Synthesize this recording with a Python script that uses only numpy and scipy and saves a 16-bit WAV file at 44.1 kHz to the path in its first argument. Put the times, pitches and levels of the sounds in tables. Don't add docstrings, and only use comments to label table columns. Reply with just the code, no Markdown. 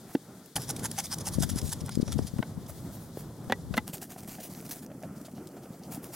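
import sys
import numpy as np
from scipy import signal
from scipy.fft import rfft, irfft, next_fast_len
from scipy.io import wavfile
from scipy.ndimage import uniform_filter1d

SR = 44100
rng = np.random.default_rng(int(sys.argv[2]) if len(sys.argv) > 2 else 0)


def transcribe(u):
    v = np.clip(np.atleast_2d(u).T, -1, 1)
    q = np.round(v * 32767).astype(np.int16)
    wavfile.write(sys.argv[1], SR, q)


def makeup_ratio(level_db):
    decades = np.asarray(level_db, float) / 20
    return 10 ** decades


N = 271598

# peak t/s, length/s, level/dB
PUSHES = [
    (.568, 0.021, -28.5),
    (.706, 0.027, -34.5),
    (.857, 0.029, -32.5),
    (1.0, 0.032, -33.5),
    (1.134, 0.029, -34.5),
    (1.282, 0.031, -35.5),
    (1.437, 0.022, -30),
    (1.589, 0.033, -37.5),
    (1.731, 0.021, -36),
]
# peak t/s, length/s, level/dB
PULLS = [(.625, 0.05, -44.5), (.765, 0.01, -37), (.796, 0.017, -45.5), (.915, 0.0072, -33.5),
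         (1.051, 0.026, -38), (1.1855, 0.0075, -39.5), (1.209, 0.02, -42.5), (1.341, 0.035, -40),
         (1.405, 0.028, -43), (1.498, 0.015, -33.5), (1.52, 0.019, -44.5), (1.6155, 0.0072, -41),
         (1.691, 0.096, -44)]
# peak t/s, length/s, level/dB
STEPS = [(1.79, 0.016, -57), (1.925, 0.037, -48), (1.807, 0.013, -45.5), (1.864, 0.032, -52),
         (1.895, 0.0063, -47), (1.952, 0.016, -45.5), (2.016, 0.015, -45), (2.084, 0.058, -49.5),
         (2.126, 0.026, -41), (2.187, 0.017, -46.5), (2.229, 0.02, -52.5), (2.274, 0.026, -46),
         (2.384, 0.014, -55), (2.664, 0.0089, -48.5), (3.607, 0.054, -67)]
# peak t/s, length/s, level/dB
BRUSHES = [
    (1.66, 0.055, -50),
    (2.695, 0.026, -43.5),
    (2.76, 0.35, -56.5),
    (2.948, 0.048, -50),
    (3.034, 0.12, -56),
    (3.197, 0.067, -50),
]
# peak t/s, length/s, level/dB
SCOOPS = [(3.879, 0.038, -45.5), (3.937, 0.029, -37.5), (3.97, 0.022, -50), (4.022, 0.035, -42),
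          (4.108, 0.049, -47), (4.185, 0.042, -50), (4.228, 0.018, -52), (4.279, 0.025, -45.5),
          (4.308, 0.079, -46.5), (4.404, 0.027, -46), (4.438, 0.049, -43.5), (4.507, 0.04, -50.5),
          (4.571, 0.093, -51.5), (4.654, 0.03, -50), (4.692, 0.015, -43), (4.714, 0.029, -38),
          (4.742, 0.071, -50.5), (4.826, 0.032, -52), (5.924, 0.056, -44), (6.04, 0.05, -48.5),
          (6.142, 0.054, -42.5)]
# peak t/s, length/s, level/dB
DIGS = [(5.037, 0.029, -58.5), (5.165, 0.035, -57.5), (5.214, 0.0087, -60), (5.256, 0.025, -51),
        (5.315, 0.014, -61), (5.365, 0.049, -59.5), (5.472, 0.017, -55), (5.51, 0.025, -62),
        (5.569, 0.025, -62), (5.634, 0.05, -60), (5.737, 0.048, -60), (5.837, 0.047, -60)]
# peak t/s, length/s, level/dB
BARK_SCRAPES = [
    (.118, 0.028, -56),
    (.148, 0.013, -48),
    (.461, 0.0034, -50),
    (3.445, 0.0036, -56),
    (3.772, 0.0078, -43),
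    (3.778, 0.0029, -32.5),
]
# t/s, peak level/dB, f/Hz
FAR_SNAPS = [(0.5638, -17.5, 3110), (0.6189, -27, 10900), (0.6926, -23, 10000), (0.7027, -39, 6200),
             (0.7079, -19, 10750), (0.7642, -43, 6500), (0.7958, -34, 9000), (0.8424, -32, 9400),
             (0.8577, -25, 6600), (0.8628, -25, 6560), (0.9134, -46, 6100), (0.9872, -16.5, 6340),
             (0.996, -36, 5300), (1.0037, -24, 7340), (1.0685, -32, 3580), (1.1065, -48, 3600),
             (1.1172, -27, 6260), (1.1365, -26, 9800), (1.1432, -21.5, 6130), (1.1842, -27, 10600),
             (1.2124, -34, 8600), (1.2568, -30, 6400), (1.2709, -21, 6300), (1.2778, -26, 9650),
             (1.2865, -23, 7540), (1.3423, -29, 6560), (1.4242, -18, 6240), (1.4354, -25, 7460),
             (1.4916, -34, 6100), (1.4963, -43, 10200), (1.501, -22, 7100), (1.5593, -27, 10100),
             (1.5868, -36, 10300), (1.6169, -36, 5160), (1.6932, -30, 7070), (1.7196, -26, 5800),
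             (1.7269, -23.5, 7400), (1.7315, -24, 9700), (1.7343, -24, 4930), (1.8615, -27.5, 9550),
             (1.8931, -28.5, 8400), (2.0214, -34, 3800), (2.1089, -43, 4700), (2.1264, -26, 3530),
             (2.2692, -31, 9900), (2.2783, -33, 9750)]
# t/s, peak level/dB, f/Hz
NEAR_SNAPS = [(3.8792, -38, 10800), (3.9022, -40, 7900), (3.9352, -30.5, 3020), (3.9723, -40, 7200),
              (3.9818, -37, 14000), (4.1199, -34, 12000), (4.1266, -44, 13000), (4.1625, -52, 1700),
              (4.1968, -43, 5000), (4.1996, -46, 10000), (4.2061, -37, 9300), (4.2343, -37, 8400),
              (4.2471, -41, 2100), (4.294, -32, 13000), (4.3111, -46, 9900), (4.3532, -36, 2600),
              (4.4016, -39, 9300), (4.4041, -37, 5460), (4.4229, -48, 13000), (4.4389, -35, 11000),
              (4.5286, -44, 11000), (4.5371, -33, 11000), (4.5498, -34, 4100), (4.5777, -41, 6100),
              (4.5884, -44, 6960), (4.5996, -52, 8300), (4.6038, -37, 2290), (4.6115, -37, 11000),
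              (4.6538, -46, 13000), (4.6559, -37, 13000), (4.6639, -34, 5400), (4.6766, -41, 11000),
              (4.6808, -42, 11000), (4.6931, -36, 11000), (4.7133, -33, 12100), (4.7256, -47, 10000),
              (4.76, -36, 11000), (4.7925, -41, 5600), (4.8199, -53, 9500), (4.8302, -47, 12000),
              (4.8478, -42, 14000), (4.8638, -38, 6100), (5.0272, -37, 5600), (5.2141, -40, 12900),
              (5.2488, -43, 4000), (5.4568, -47, 13000), (5.4727, -37, 7800), (5.6352, -52, 7500),
              (5.7213, -47, 7600), (5.836, -41, 5900), (5.9125, -45, 6900), (5.9209, -35, 13000),
              (5.9483, -33, 5200), (5.9556, -35, 11000), (6.0283, -48, 2600), (6.0436, -30.5, 11100),
              (6.1403, -38, 8500), (6.1437, -37, 7150)]
# t/s, peak level/dB, f/Hz
BODY_BUMPS = [(0.565, -29, 825), (0.581, -28.5, 776), (0.703, -35, 865), (0.854, -32, 945),
              (0.986, -27.5, 803), (1.048, -39.5, 690), (1.138, -37, 790), (1.274, -29.5, 820),
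              (1.341, -39, 1110), (1.384, -37, 500), (1.433, -27, 720), (1.495, -35, 567),
              (1.728, -35.5, 930), (1.894, -36, 1410), (2.081, -44, 566), (2.125, -36, 1340),
              (2.39, -30.5, 543), (2.4285, -27.5, 1520), (2.698, -36, 605), (3.173, -40, 580)]
# t/s, level/dB, contact/ms, pitch ratio, ring share
STUMP_BLOWS = [
    (.1502, -13, 0.13, 0.925, 0.62),
]
# t/s, level/dB, contact/ms, pitch ratio, ring share
A_KNOCKS = [
    (1.882, -38.5, 0.096, 1.04, 0.54),
    (1.892, -30, 0.12, 0.55, 0.32),
    (2.08, -32, 0.12, 0.73, 0.61),
    (2.427, -22.5, 0.11, 1.13, 0.54),
    (3.498, -20, 0.19, 0.95, 1.17),
    (3.508, -42, 0.052, 1.7, 1.2),
    (3.522, -8, 0.028, 1.0, 0.78),
]
# t/s, level/dB, contact/ms, pitch ratio, ring share
B_KNOCKS = [
    (2.1905, -17.5, 0.72, 1.46, 0.22),
    (2.385, -37, 0.086, 0.93, 0.27),
    (3.172, -27, 0.75, 1.7, 0.34),
    (3.7395, -25.5, 0.0062, 0.73, 0.99),
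    (3.7695, -24, .002, 2.1, 0.47),
    (3.7765, -12, 0.0076, 1.0, 1),
    (4.162, -37, 0.37, 0.43, 0.23),
]
# f/Hz, level/dB, t60/s
STUMP_MODES = [(178, 2, 0.078), (239, 8, 0.099), (301, 27, 0.062), (346, 22.5, 0.059), (474, 16, 0.058),
               (917, 18, 0.033), (1140, 8, 0.032)]
# f/Hz, level/dB, t60/s
POLE_A_MODES = [(240, -7.5, 0.059), (397, -15, 0.077), (551, -6.5, 0.043), (790, -2, 0.031),
                (975, -16, 0.051), (1160, -4, 0.014), (1410, -11, 0.015), (1764, -6.5, 0.031),
                (1950, -5, 0.059), (2160, -27, 0.048), (2770, -2.5, 0.0092), (3496, -1, 0.022)]
# f/Hz, level/dB, t60/s
POLE_B_MODES = [(233, -2.5, 0.034), (384, -5, 0.012), (520, -34, 0.017), (735, -11, 0.022),
                (852, -14, 0.055), (1027, -14.5, 0.033), (1310, -8, 0.024), (1750, -10, 0.017),
                (2010, -2.5, 0.03), (2790, -17, .03), (3550, -10, 0.026)]
# low f/Hz, high f/Hz, level/dB, decay/ms
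SPLINTERS = [(400, 2500, 0, 5.5), (2500, 5000, -4, 2.4), (5000, 17000, -7, 1.1)]
# t/s, peak level/dB
CLODS = [(3.933, -41.5), (3.944, -39.5), (3.957, -44), (4.025, -40.5), (4.038, -47), (4.113, -44),
         (4.163, -37.5), (4.18, -43), (4.279, -42), (4.385, -39), (4.394, -39), (4.404, -39.5),
         (4.453, -44), (4.628, -43.5), (4.763, -43), (4.903, -42), (4.916, -38.5), (5.021, -43),
         (5.035, -34.5), (5.043, -40), (5.053, -40), (5.162, -48), (5.182, -51), (5.249, -45), (5.284, -39),
         (5.295, -53), (5.381, -41), (5.487, -48), (5.568, -43.5), (5.578, -48), (5.637, -45), (5.657, -41),
         (5.746, -46), (5.818, -54), (5.844, -53), (5.94, -53), (5.96, -45), (5.971, -42), (6.097, -48),
         (6.105, -43)]
# t/s, peak level/dB, f/Hz
THUDS = [(3.897, -32.5, 180), (3.94, -31.5, 155), (3.999, -37, 180), (4.025, -39, 178), (4.052, -38, 249),
         (4.096, -37, 181), (4.126, -39, 152), (4.231, -33, 158), (4.256, -33, 210), (4.288, -32, 215),
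         (4.341, -47, 219), (4.391, -36, 184), (4.525, -32.5, 161), (4.577, -33.5, 190), (4.607, -37, 170),
         (4.66, -37, 200), (4.698, -34, 270), (4.727, -36, 189), (4.772, -38, 312), (4.816, -34, 231),
         (4.839, -39, 200), (4.916, -36, 161), (4.952, -34, 260), (5.099, -32.5, 185), (5.173, -34, 203),
         (5.213, -33, 290), (5.263, -40, 240), (5.286, -40, 220), (5.312, -37, 180), (5.337, -31, 222),
         (5.385, -32.5, 172), (5.412, -33, 340), (5.462, -36, 344), (5.529, -36, 256), (5.554, -33, 285),
         (5.578, -34, 183), (5.644, -36, 278), (5.707, -29.5, 176), (5.805, -39, 190), (5.916, -30, 217),
         (5.947, -31.5, 161), (5.979, -31, 275), (6.04, -36.5, 343), (6.092, -39, 343)]
# f/Hz, level/dB per Hz
FAR_COLOUR = [(350, -16), (600, 0.5), (801, 8.5), (1290, -0.5), (1450, 4), (2150, -7), (2750, -17),
              (3350, -10.5), (4340, -15.5), (5050, -7.5), (6290, -9.5), (7940, -12.5), (10300, -9.5),
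              (16000, -29)]
# f/Hz, level/dB per Hz
NEAR_COLOUR = [(350, 0.5), (600, -2), (687, 8), (1030, -2), (1360, -2), (2190, -7.5), (3520, -15),
               (5590, -12), (15500, -14)]
# f/Hz, level/dB per Hz
OPEN_RUMBLE = [(15, -52), (25, -23), (102, 1.5), (168, 1.5), (477, -13.5), (802, -18.5), (1320, -25.5),
               (1540, -30), (2500, -41.5), (3250, -41), (5500, -120)]
# f/Hz, level/dB per Hz
HOLLOW_RUMBLE = [(15, -62), (25, -30), (144, 1.5), (221, 1.5), (393, -6.5), (772, -17), (1090, -26),
                 (1350, -24.5), (1600, -33.5), (2500, -43.5), (3250, -50), (5500, -120)]
# t/s, effort/dB
EFFORT = [(0, 1), (.55, 2.5), (.57, 5), (.85, 5), (.95, 0), (1.4, 4), (1.8, 1.5), (2.45, 2.5), (2.55, 0),
          (3.2, 2), (3.75, 2), (4.05, -1), (4.6, 2), (4.95, 2), (6.16, 1.5)]
# f/Hz, level/dB per Hz
HISS = [(600, -40), (1100, -14), (1800, -7), (2650, -19), (3400, -6), (6000, -7), (11000, -8), (16000, -13)]
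# f/Hz, level/dB per Hz
GUST = [(15, -45), (25, -16), (80, 14.5), (199, 3), (375, -6.5), (1120, -60), (3300, -120)]
# t/s, level/dB
WIND = [(0, -64.5), (.54, -76), (.57, -55), (1.2, -59), (1.4, -24), (1.58, -29), (1.75, -44), (2.0, -37.5),
        (2.2, -23), (2.4, -52), (2.6, -40), (3.25, -67), (3.58, -44), (3.7, -35), (3.85, -43), (4.0, -97)]
# t/s, level/dB
BUFFETS = [(1.386, -15.5), (1.407, -20), (1.491, -27), (1.517, -22), (1.538, -24.5), (1.562, -19.5),
           (1.611, -35), (1.63, -24.5), (1.644, -27), (1.691, -27.5), (1.821, -26), (1.841, -26),
           (1.954, -29), (1.975, -15), (1.991, -21), (2, -16), (2.03, -16.5), (2.072, -30.5),
           (2.161, -22.5), (2.196, -17.5), (2.226, -27), (2.249, -25.5), (2.339, -24.5), (2.365, -27),
           (2.393, -17), (2.403, -20), (2.581, -28), (3.48, -32.5), (3.711, -24), (3.754, -34)]

# rising share of length, soil body/dB, body lost per force/dB per dB, brightness/dB
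PUSH, PULL, STEP = (0.79, -14, -0.35, 1.5), (0.58, -19, 0, 1), (0.5, -17.5, -0.18, -5.5)
SCOOP, DIG, SCRAPE = (0.31, -9, 0.58, 3.5), (0.37, -8, -0.27, -4), (1.6, -15, 1.5, 5)
BRUSH = (0.56, -12, 0.18, 7)
USUAL_FORCE_DB = -45
# rumble level/dB, hiss level/dB
CLEARING, WOODS, HOLLOW = (-55.5, -58.5), (-44, -57.5), (-48, -62)

FIRST_CUT_S, CUT_S = 0.556, 3.85
T_S = np.arange(N) / SR
CLOSE = np.clip((T_S - CUT_S) / 0.02, 0, 1)


def unit(x):
    return x / np.sqrt(np.mean(x ** 2) + 1e-30)


def shape(table, size):
    bin_hz = np.arange(size // 2 + 1) * SR / size + 1
    hz, db = np.array(table, float).T
    return makeup_ratio(np.interp(np.log(bin_hz), np.log(hz), db)), bin_hz


def bandpass(x, low_hz, high_hz, order=2):
    return signal.sosfilt(signal.butter(order, [low_hz, high_hz], "bandpass", fs=SR, output="sos"), x)


def add(out, at_s, sound):
    i = int(at_s * SR)
    out[..., i:i + sound.shape[-1]] += sound[..., :N - i]


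def ports(x, share):
    step_rad, resonance_hz, hz_per_rad = 0.36, 2900, 20000
    left, right = np.broadcast_to(x, (2, N))
    hz = np.arange(N // 2 + 1) * SR / N + 1
    lag_rad = step_rad / (1 + (resonance_hz / hz) ** 6) + hz / hz_per_rad
    return np.array([irfft(rfft(left) * np.exp(-1j * share * lag_rad), N), right])


def crunches(table, gesture, colour, loose_hz, grain_db, clump_db, ripple_db, bite, edge, size=8192):
    lead_s = 0.07
    out, late = np.zeros((2, N)), np.arange(size) / SR - lead_s
    gain, hz = shape(colour, size)
    share, soil_db, soil_loss, bright_db = gesture
    tilt = makeup_ratio(bright_db * np.clip(np.log2(hz / 7500) / 0.61, -1, 1) / 2)
    low = 1 / (1 + (hz / 2700) ** 6)
    for s, length_s, db in table:
        rise_s = max(share * length_s - 0.004, 0.001)
        fall_s = max((1 - share) * length_s, 0.002)
        rising = (np.maximum(-late, 0) / rise_s) ** bite
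        falling = (np.abs(late) / fall_s) ** edge
        reach = np.where(late < 0, rising, falling)
        stir_s = np.minimum(length_s, np.where(late < 0, 0.022 * share, 0.02))
        litter = makeup_ratio(-15) * np.exp(-np.abs(late) / stir_s)
        snaps = rng.standard_normal((2, size)) * makeup_ratio(grain_db * rng.exponential(size=size))
        clumps = makeup_ratio(clump_db * np.repeat(rng.standard_normal(size // 64), 64))
        swarm = snaps * clumps / np.sqrt(np.mean(snaps ** 2) * np.mean(clumps ** 2))
        mid, side = rfft(swarm * (makeup_ratio(-6 * reach) + litter))
        ripple = makeup_ratio(ripple_db * np.interp(hz, np.linspace(0, SR / 2, num=40), rng.standard_normal(40)))
        leaf = unit(gain * ripple * tilt * (1 - low))
        soil = unit(gain * ripple * low) * makeup_ratio(soil_db - soil_loss * (db - USUAL_FORCE_DB))
        apart = side * np.clip(0.05 + hz / loose_hz, 0, 1)
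        stroke = irfft(np.array([mid + apart, mid - apart]) * (leaf + soil), size)
        add(out, s - lead_s, makeup_ratio(db) * stroke)
    return out


def grains(table, rise_s, fall_s, level_db, dust_db, dust_hz, size=4000):
    out, t = np.zeros(N), (np.arange(size) - size // 2) / SR
    reach = np.where(t < 0, np.exp(-(t / rise_s) ** 2), 1 / np.cosh(t / fall_s))
    for s, db, hz in table:
        noise = rng.standard_normal(size)
        ring = np.cos(2 * np.pi * hz * t + noise[0])
        dust = makeup_ratio(dust_db) * unit(bandpass(noise, *dust_hz))
        add(out, s + t[0], makeup_ratio(db + level_db) * (ring + dust) * reach)
    return out


def raked_litter():
    far = crunches(BRUSHES, BRUSH, NEAR_COLOUR, loose_hz=30000, grain_db=2, clump_db=2, ripple_db=2.5,
                   bite=2.2, edge=1.6)
    for strokes, gesture in [(PUSHES, PUSH), (PULLS, PULL), (STEPS, STEP)]:
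        far = far + crunches(strokes, gesture, FAR_COLOUR, loose_hz=40000, grain_db=2.3, clump_db=2.2,
                             ripple_db=3, bite=2.5, edge=1.6)
    far = far + grains(FAR_SNAPS, 0.00014, 0.0013, level_db=-7, dust_db=-4.5, dust_hz=[3100, 14000])
    far = far + grains(BODY_BUMPS, 0.0024, 0.0029, level_db=-5, dust_db=-7.5, dust_hz=[450, 1600])
    return ports(far * (T_S > FIRST_CUT_S), share=1)


def hand_in_leaves():
    near = grains(NEAR_SNAPS, 0.0002, 0.0004, level_db=-6, dust_db=-1, dust_hz=[1800, 15000])
    for strokes, gesture in [(SCOOPS, SCOOP), (DIGS, DIG)]:
        near = near + crunches(strokes, gesture, NEAR_COLOUR, loose_hz=90000, grain_db=2.5, clump_db=2.2,
                               ripple_db=2.5, bite=2.6, edge=2.8)
    return near


def knocks(table, modes, swell_ms, glancing=True, size=6000):
    bloom_per_cycle = 0.021
    out, t = np.zeros(N), np.arange(size) / SR
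    mode_hz, mode_db, t60_s = np.array(modes).T[:, :, None]
    for s, db, contact_ms, ratio, share in table:
        hz, swell = mode_hz * ratio, swell_ms * share
        phase = 2 * np.pi * (hz * t + glancing * rng.random(hz.shape))
        weight = makeup_ratio(mode_db) / (1 + (2 * np.pi * hz * contact_ms / 1000) ** 2)
        bloom = 1 - np.exp(-t * 1000 / (swell * bloom_per_cycle * mode_hz * t60_s))
        decay = np.exp(-np.log(1000) * t / (t60_s * share))
        rise = 1 - np.exp(-t * 1000 / swell)
        body = rise * np.sum(weight * bloom * np.sin(phase) * decay, axis=0)
        crack = 0
        for low_hz, high_hz, band_db, decay_ms in SPLINTERS:
            band = unit(bandpass(rng.standard_normal(size), low_hz, high_hz))
            crack = crack + makeup_ratio(band_db) * band * np.exp(-t * 1000 / (decay_ms * share))
        crack_db = -2.5 - 60 * contact_ms - 0.36 * (db + 29.5)
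        add(out, s, makeup_ratio(db) * (body / np.abs(body).max() + makeup_ratio(crack_db) * crack * np.sqrt(rise)))
    return out


def wood():
    blows = knocks(STUMP_BLOWS, STUMP_MODES, swell_ms=2.3, glancing=False)
    blows = blows + knocks(A_KNOCKS, POLE_A_MODES, swell_ms=0.83)
    blows = blows + knocks(B_KNOCKS, POLE_B_MODES, swell_ms=2.5)
    return signal.sosfilt(signal.butter(2, 120, "highpass", fs=SR, output="sos"), blows)


def bark():
    return crunches(BARK_SCRAPES, SCRAPE, NEAR_COLOUR, loose_hz=90000, grain_db=2, clump_db=1, ripple_db=2,
                    bite=2, edge=2)


def earth():
    rows = [(s, db, 678 * (1 + 0.12 * rng.standard_normal())) for s, db in CLODS]
    clods = grains(rows, 0.0015, 0.003, level_db=-0.5, dust_db=-14.5, dust_hz=[500, 2200])
    return clods + grains(THUDS, 0.0025, 0.0044, level_db=-3, dust_db=-20.5, dust_hz=[120, 500])


def walk(rate_hz):
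    k = int(SR / rate_hz)
    held = np.repeat(rng.standard_normal(N // k + 2), k)
    return unit(uniform_filter1d(uniform_filter1d(held, k), k)[:N])


def restless(table, count, swell_db, flicker_db, rate_hz, loose_hz):
    size = next_fast_len(N)
    gain, hz = shape(table, size)
    out, swell = 0, walk(rate_hz)
    for centre_hz in table[1][0] * 2.0 ** np.arange(count):
        octave = np.cos(np.clip(np.log2(hz / centre_hz), -1, 1) * np.pi / 2)
        mid, side = irfft(rfft(rng.standard_normal((2, size))) * gain * octave, size)[:, :N]
        side = side * np.sqrt(np.clip(centre_hz / loose_hz, 0, 1))
        level = makeup_ratio(swell_db * swell + flicker_db * walk(2 * rate_hz))
        out = out + level * np.array([mid + side, mid - side])
    return unit(out)


def buffets():
    out, t = np.zeros((2, N)), (np.arange(2000) - 1000) / SR
    for s, db in BUFFETS:
        hz = 269 + 4.5 * db
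        phase, detune = rng.standard_normal(2)
        eddy = np.cos(2 * np.pi * hz * t + phase) * np.exp(-(t * hz / 0.47) ** 2)
        tap_hz = 420 * (1 + 0.19 * detune)
        tap = np.cos(2 * np.pi * tap_hz * t + np.array([[0], [1.4]])) * np.exp(-(t / 0.0025) ** 2)
        tap = tap * makeup_ratio(-17 + 0.7 * (db + 16)) * np.array([[1], [0.65]])
        add(out, s + t[0], makeup_ratio(db + 5) * (eddy * np.array([[1], [0]]) + tap))
    return out


def wind():
    gust_db = np.interp(T_S, *np.transpose(WIND)) - 3
    gust = restless(GUST, count=6, swell_db=3.5, flicker_db=2, rate_hz=40, loose_hz=9e9)[0]
    return gust * makeup_ratio(gust_db) * np.array([[1], [0]]) + buffets()


def still_db(column):
    clearing, woods, hollow = CLEARING[column], WOODS[column], HOLLOW[column]
    return np.where(T_S < FIRST_CUT_S, clearing, woods + CLOSE * (hollow - woods))


def rumble():
    woods = restless(OPEN_RUMBLE, count=8, swell_db=2.2, flicker_db=1.2, rate_hz=25, loose_hz=16000)
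    hollow = restless(HOLLOW_RUMBLE, count=8, swell_db=2.2, flicker_db=1.2, rate_hz=25, loose_hz=70000)
    exposed = np.clip((T_S - FIRST_CUT_S) / 0.002, 0, 1) * (1 - CLOSE)
    thin = (T_S < FIRST_CUT_S) * 14 + 9 * np.clip((T_S - CUT_S) / 1.3, 0, 1) ** 3
    ground = exposed * woods + (1 - exposed) * hollow + thin * np.diff(hollow, prepend=0)
    return makeup_ratio(still_db(0) + np.interp(T_S, *np.transpose(EFFORT))) * ground


def crumbs(rate_hz, spread_db):
    ticks = (rng.random(N) < rate_hz / SR) * rng.standard_normal(N)
    return unit(bandpass(ticks * makeup_ratio(spread_db * rng.standard_normal(N)), 4000, 15500))


def leaf_hiss(strokes):
    settle_db, settle_s = -14, 0.17
    settling = uniform_filter1d(strokes ** 2, int(settle_s * SR)) * (T_S > FIRST_CUT_S) * makeup_ratio(2 * settle_db)
    hiss_db = 10 * np.log10(makeup_ratio(2 * still_db(1)) + np.abs(settling))
    hiss = restless(HISS, count=5, swell_db=1.3, flicker_db=0.8, rate_hz=25, loose_hz=24000)
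    hiss = hiss + 0.3 * CLOSE * np.diff(hiss, prepend=0)
    hiss = hiss + makeup_ratio(-22 + 7 * CLOSE) * crumbs(rate_hz=400, spread_db=7)
    dip = bandpass(hiss, 3000, 4300, order=1)
    lift = bandpass(hiss, 1900, 2700, order=1)
    hiss = ports(hiss, share=0.87) + CLOSE * (0.37 * lift - 0.71 * dip)
    lean_db = np.array([[1.3], [-1.3]]) * (1.5 - CLOSE)
    return makeup_ratio(hiss_db + lean_db) * hiss


def scene():
    far, near = raked_litter(), hand_in_leaves()
    out = far + ports(wood(), share=1) + ports(near + earth(), share=0.69) + bark()
    return out + wind() + rumble() + leaf_hiss(far[0] + near[0])


def band_limit(x):
    return signal.sosfilt(signal.butter(12, 16810, fs=SR, output="sos"), x)


def record(dry):
    narrow_s, widen_s, top_hz = 3.88, 0.45, 15950
    since_s = T_S - narrow_s
    narrow = (since_s > 0) * np.exp(-(since_s / widen_s) ** 2)
    mix = dry + narrow * (dry.mean(axis=0) - dry)
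    mix = signal.sosfilt(signal.ellip(12, 0.2, 56, top_hz, fs=SR, output="sos"), mix)
    return band_limit(mix)


dry = scene()
out = record(dry)
transcribe(out)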